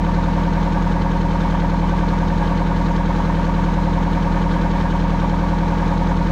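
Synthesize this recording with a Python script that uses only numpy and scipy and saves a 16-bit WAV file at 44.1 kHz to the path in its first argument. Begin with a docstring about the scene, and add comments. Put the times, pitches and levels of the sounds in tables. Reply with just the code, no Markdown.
"""On a small ferry's deck under way, a four-cylinder four-stroke diesel runs steadily near 1235 rpm throughout.
In each cycle four exhaust puffs throb as low tones, and noise cracks and injector ticks come close behind.
The repeating valve gear clatter bunches next; near mid cycle a cover clanks and one cylinder knocks brightly.
The cover clanks again, more softly, as the cycle ends. Hull panels, struck all through it, ring on as a drone,
and broad machinery noise churns underneath."""
import sys
import numpy as np
from scipy import signal
from scipy.fft import rfft, irfft, next_fast_len
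from scipy.io import wavfile
from scipy.ndimage import uniform_filter1d, map_coordinates

SR = 44100
rng = np.random.default_rng(int(sys.argv[2]) if len(sys.argv) > 2 else 0)


def dump(signal):
    """Clip the signal to [-1, 1] and save it as 16-bit WAV at the path in sys.argv[1]."""
    limited = np.clip(np.atleast_2d(signal).T, -1, 1)
    pcm = np.round(limited * 32767).astype(np.int16)
    wavfile.write(sys.argv[1], SR, pcm)


N = 278271
TIME = np.arange(N) / SR  # s
LENGTH = next_fast_len(N + SR // 2)  # filter length in samples, with room for tails
HZ = np.arange(LENGTH // 2 + 1) * SR / LENGTH

RPM = 1234.3
CYCLE_HZ = RPM / 120  # one cycle is two turns of the crankshaft
DRIFT = .004  # spread of the slow timing drift, share of a cycle
MULTIPLES = np.arange(128)  # multiples of the cycle rate
CYCLE_SAMPLES = 4096  # length of one stored cycle of panel ring


def undb(db):
    """Decibels to gain."""
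    return 10 ** (np.asarray(db) / 20)


def white():
    """White noise at 0 dB per Hz."""
    return rng.standard_normal(N) * np.sqrt(SR / 2)


def colour(x, gain):
    """Filter a sound with a gain given at every frequency of HZ."""
    return irfft(rfft(x, LENGTH) * gain, LENGTH)[:N]


def curve_db(points, hz):
    """A spectrum joined by straight lines over log frequency, falling 24 dB per octave more beyond its ends."""
    f, db = np.transpose(points)
    octave, known = np.log2(hz + 1), np.log2(f)
    beyond = abs(octave - np.clip(octave, known[0], known[-1]))
    return np.interp(octave, known, db) - 24 * beyond


def noise(points, resonances=()):
    """Noise with a given density in dB per Hz, lifted around resonances."""
    db = curve_db(points, HZ)
    for centre, width, lift in resonances:
        db = db + lift / (1 + (2 * (HZ - centre) / width) ** 2)
    return colour(white(), undb(db))


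def walk(rate):
    """Smooth chance with a spread of 1, changing about rate times a second."""
    k = int(SR / rate)
    steps = np.repeat(rng.standard_normal(N // k + 1), k)
    y = uniform_filter1d(uniform_filter1d(steps, k), k)[:N]
    return y / y.std()


def burst(cycle, place, width, scatter_db):
    """A bell-shaped swell once a cycle around one place, with a new strength every time."""
    turn = cycle - place + 1.5  # puts the swell halfway through each whole turn
    strength = undb(scatter_db * np.clip(rng.standard_normal(size=128), -2, 2))
    return strength[turn.astype(int)] * np.exp(-.5 * ((turn % 1 - .5) / width) ** 2)


# irregular bed of combustion and machinery: f/Hz, density/(dB per Hz)
CHURN_SPECTRUM = [(20, -77.5), (48, -54.5), (190, -56.5), (260, -57), (420, -65.5), (750, -66.5),
                  (1100, -66), (2350, -74.7), (2750, -79), (4100, -80.5), (4950, -85.7), (6300, -87.5),
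                  (8200, -96.5), (12500, -103), (15500, -109.5)]
# resonances of the engine block and its box: f/Hz, width/Hz, lift/dB
BLOCK_RESONANCES = [(554, 110, 4.7), (843, 25.5, 15.5), (1085, 23, 2), (1130, 55, 8.5), (1253, 40, 7.5),
                    (1660, 63, 6.3), (1780, 66, 3.3)]


def churn(cycle, pulse_db, pulse_place, flicker_db):
    """Broad noise through the block resonances pulses four times a cycle; negative pulse_db dips at its place."""
    pulse = np.cos(2 * np.pi * 4 * (cycle - pulse_place))
    return noise(CHURN_SPECTRUM, BLOCK_RESONANCES) * undb(pulse_db * pulse + flicker_db * walk(25))


# one injector per cylinder: place/cycle, level/dB
INJECTOR_TICKS = [(.15, -5), (.41, -4), (.66, -3), (.96, -1)]
# dry tick, before each injector's own level: f/Hz, density/(dB per Hz)
TICK_SPECTRUM = [(8000, -100), (12500, -101), (15500, -108)]


def injectors(cycle):
    """Four soft ticks a cycle, each a short swell of treble noise."""
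    ticks = sum(undb(db) * burst(cycle, place, width=.03, scatter_db=1.8) for place, db in INJECTOR_TICKS)
    return noise(TICK_SPECTRUM) * ticks


# rattle of the cover, at the typical height of the softer clank: f/Hz, density/(dB per Hz)
CLANK_SPECTRUM = [(800, -73), (860, -68), (915, -65), (950, -62), (1010, -65), (1200, -69)]


def cover(cycle):
    """The cover clanks once per crankshaft turn as a swell of noise, harder near mid cycle than at the end."""
    hard = 1.6 * burst(cycle, place=.47, width=.045, scatter_db=.6)
    soft = burst(cycle, place=.99, width=.045, scatter_db=.6)
    return noise(CLANK_SPECTRUM) * (soft + hard)


# sharp ignition crack, at its typical height: f/Hz, density/(dB per Hz)
CRACK_SPECTRUM = [(1350, -72), (1660, -70), (2000, -79), (2500, -79)]


def ignitions(cycle):
    """Each of the four cylinders cracks as a brief noise burst, evenly spaced through the cycle."""
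    cracks = sum(burst(cycle, .165 + k / 4, width=.012, scatter_db=1.5) for k in range(4))
    return noise(CRACK_SPECTRUM) * cracks


# ring of the hard cylinder's knock at its typical height: f/Hz, half-width at -6 dB/Hz, density/(dB per Hz)
KNOCK_MODES = [(3090, 180, -72.5), (3550, 180, -76), (3800, 180, -76), (4250, 350, -77.5), (5400, 500, -87),
               (6400, 600, -86)]


def knocks(cycle):
    """One cylinder knocks brightly in mid cycle; each knock favours different modes of the head."""
    out = np.zeros(N)
    for centre, width, db in KNOCK_MODES:
        ring = colour(white(), undb(db) / (1 + ((HZ - centre) / width) ** 2))
        out += ring * burst(cycle, place=.495, width=.05, scatter_db=2.2)
        out += ring * undb(-11.5 + 4.0 * walk(45))  # faint chatter that carries on throughout
    return out


# valve gear clatter, the same pattern in every cycle: f/Hz, density/(dB per Hz)
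CLATTER_SPECTRUM = [(60, -78), (300, -67), (650, -68.5), (900, -70), (1130, -61.5), (1330, -76),
                    (1480, -66.5), (1900, -79), (2150, -74.5), (2650, -82), (4500, -112.5)]


def valve_gear(cycle, slack_s, waver_db, even_db):
    """Small impacts repeat with the camshaft, bunched four times a cycle; gear play shifts them slightly."""
    size = int(SR * TIME[-1] / cycle[-1])  # samples in one cycle
    hz = np.arange(size // 2 + 1) * SR / size
    bunching = 1 + .6 * np.cos(2 * np.pi * 4 * (np.arange(size) / size - .19))
    impacts = rfft(rng.standard_normal(size) * bunching ** 2)
    phases = impacts / abs(impacts)
    # favouring even multiples makes the two crankshaft turns more alike
    alike = even_db * np.cos(np.pi * np.arange(len(hz)))
    lines = phases * undb(curve_db(CLATTER_SPECTRUM, hz) + alike) * np.sqrt(size * SR / 2)
    # the clatter fills in between the strong tones
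    strong = abs(sum(panel_tones(*panel) for panel in PANEL_MODES)) > undb(-49)
    lines[[k for k, _ in EXHAUST_TONES] + list(MULTIPLES[strong])] = 0
    place = cycle * size + slack_s * SR * walk(40)
    clatter = map_coordinates(irfft(lines, size), [place % size], order=3, mode="grid-wrap")
    return clatter * undb(waver_db * walk(20))


def casing(x, ripple_db, spacing_hz):
    """Close modes of the iron casing ripple the spectrum at random; in the treble they overlap and even out."""
    ripple = np.interp(HZ / spacing_hz, np.arange(2048), rng.standard_normal(size=2048))
    depth = np.interp(HZ, [600, 1500, 3000, 8000], [0, 1, .8, .3])
    return colour(x, undb(ripple_db * depth * ripple))


def panel_tones(hz, width, db, place, lesser):
    """Two blows half a cycle apart ring a mode at the multiples of the cycle rate near its own pitch."""
    blows = np.exp(-2j * np.pi * MULTIPLES * place) * (1 + lesser * np.cos(np.pi * MULTIPLES))
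    mode = 1 / (1 + 2j * (MULTIPLES * CYCLE_HZ - hz) / width) ** 2
    firing = [k for k, _ in EXHAUST_TONES]  # left to the exhaust; the panels keep above the lowest
    return undb(db) * blows * mode * (MULTIPLES > firing[0]) * ~np.isin(MULTIPLES, firing)


# modes of hull and engine box, struck by a main blow and a lesser one half a cycle later:
# f/Hz, width at -6 dB/Hz, rms level of a tone at the mode's pitch from the main blow alone/dB,
# place of the main blow/cycle, strength of the lesser blow/share of the main
PANEL_MODES = [(99, 300, -48, .47, 0), (178, 24, -27.1, .794, .12), (195, 19, -28.3, .247, 0),
               (247, 24, -42.8, .927, 0), (282, 15, -35.1, .615, .68), (321, 33, -40, .481, 0),
               (363, 32, -46.5, .95, .73), (454, 46, -45.5, .329, 0), (496, 25, -41.7, .483, .38),
               (548, 39, -41, .707, .42), (679, 14, -44.5, .66, .3), (724, 20, -42.5, .66, .2),
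               (902, 53, -42.8, .788, 1), (926, 57, -37.2, .912, .05), (935, 14, -31.3, .043, .79)]


def hull(cycle, gain_db, waver_db, slack_s):
    """Panels ring on from blow to blow, chugging ten times a second; time and strength vary a little."""
    timing = cycle + slack_s * CYCLE_HZ * walk(24)
    place = timing % 1 * CYCLE_SAMPLES
    out = np.zeros(N)
    for panel in PANEL_MODES:
        ring = irfft(panel_tones(*panel), CYCLE_SAMPLES) * CYCLE_SAMPLES / np.sqrt(2)
        out += undb(waver_db * walk(14)) * map_coordinates(ring, [place], order=1, mode="grid-wrap")
    return undb(gain_db) * out


# exhaust tones: f/multiple of the cycle rate, rms level before the exhaust gain/dB
EXHAUST_TONES = [(4, -21.8), (8, -28.8), (12, -38.5), (16, -23.6)]
EXHAUST_PLACE = .11  # where the first puff peaks, share of a cycle


def exhaust(cycle, gain_db, waver_db):
    """Four even puffs a cycle, rounded by the silencer to a few low tones that waver in level."""
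    puffs = np.zeros(N)
    for k, db in EXHAUST_TONES:
        tone = np.cos(2 * np.pi * k * (cycle - EXHAUST_PLACE))
        puffs += undb(db + waver_db * walk(7.2)) * tone
    return np.sqrt(2) * undb(gain_db) * puffs


def scene():
    """Every source follows one engine cycle, which drifts slightly early and late."""
    cycle = TIME * CYCLE_HZ + DRIFT * walk(1)
    bed = churn(cycle, pulse_db=-0.5, pulse_place=.17, flicker_db=0.65)
    gear = valve_gear(cycle, slack_s=.00003, waver_db=1.0, even_db=0.5)
    clatter = injectors(cycle) + cover(cycle) + ignitions(cycle) + knocks(cycle) + gear
    machinery = casing(bed + clatter, ripple_db=2.5, spacing_hz=30.1)
    drone = hull(cycle, gain_db=0, waver_db=0.1, slack_s=.00005)
    throb = exhaust(cycle, gain_db=.1, waver_db=0.2)
    return (machinery + drone + throb)[None]


def record(dry):
    """The microphone has a dip in the high treble, and a steep low-pass cuts the top."""
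    dip_hz, dip_width_hz, dip_db = 10600, 2300, -13
    notched = signal.lfilter(*signal.iirnotch(dip_hz, dip_hz / dip_width_hz, fs=SR), dry)
    coloured = notched + undb(dip_db) * (dry - notched)  # part of the notched band is put back
    top_hz = 15700
    return signal.sosfilt(signal.ellip(10, .1, 80, top_hz, fs=SR, output="sos"), coloured)


dry = scene()
out = record(dry)
dump(out)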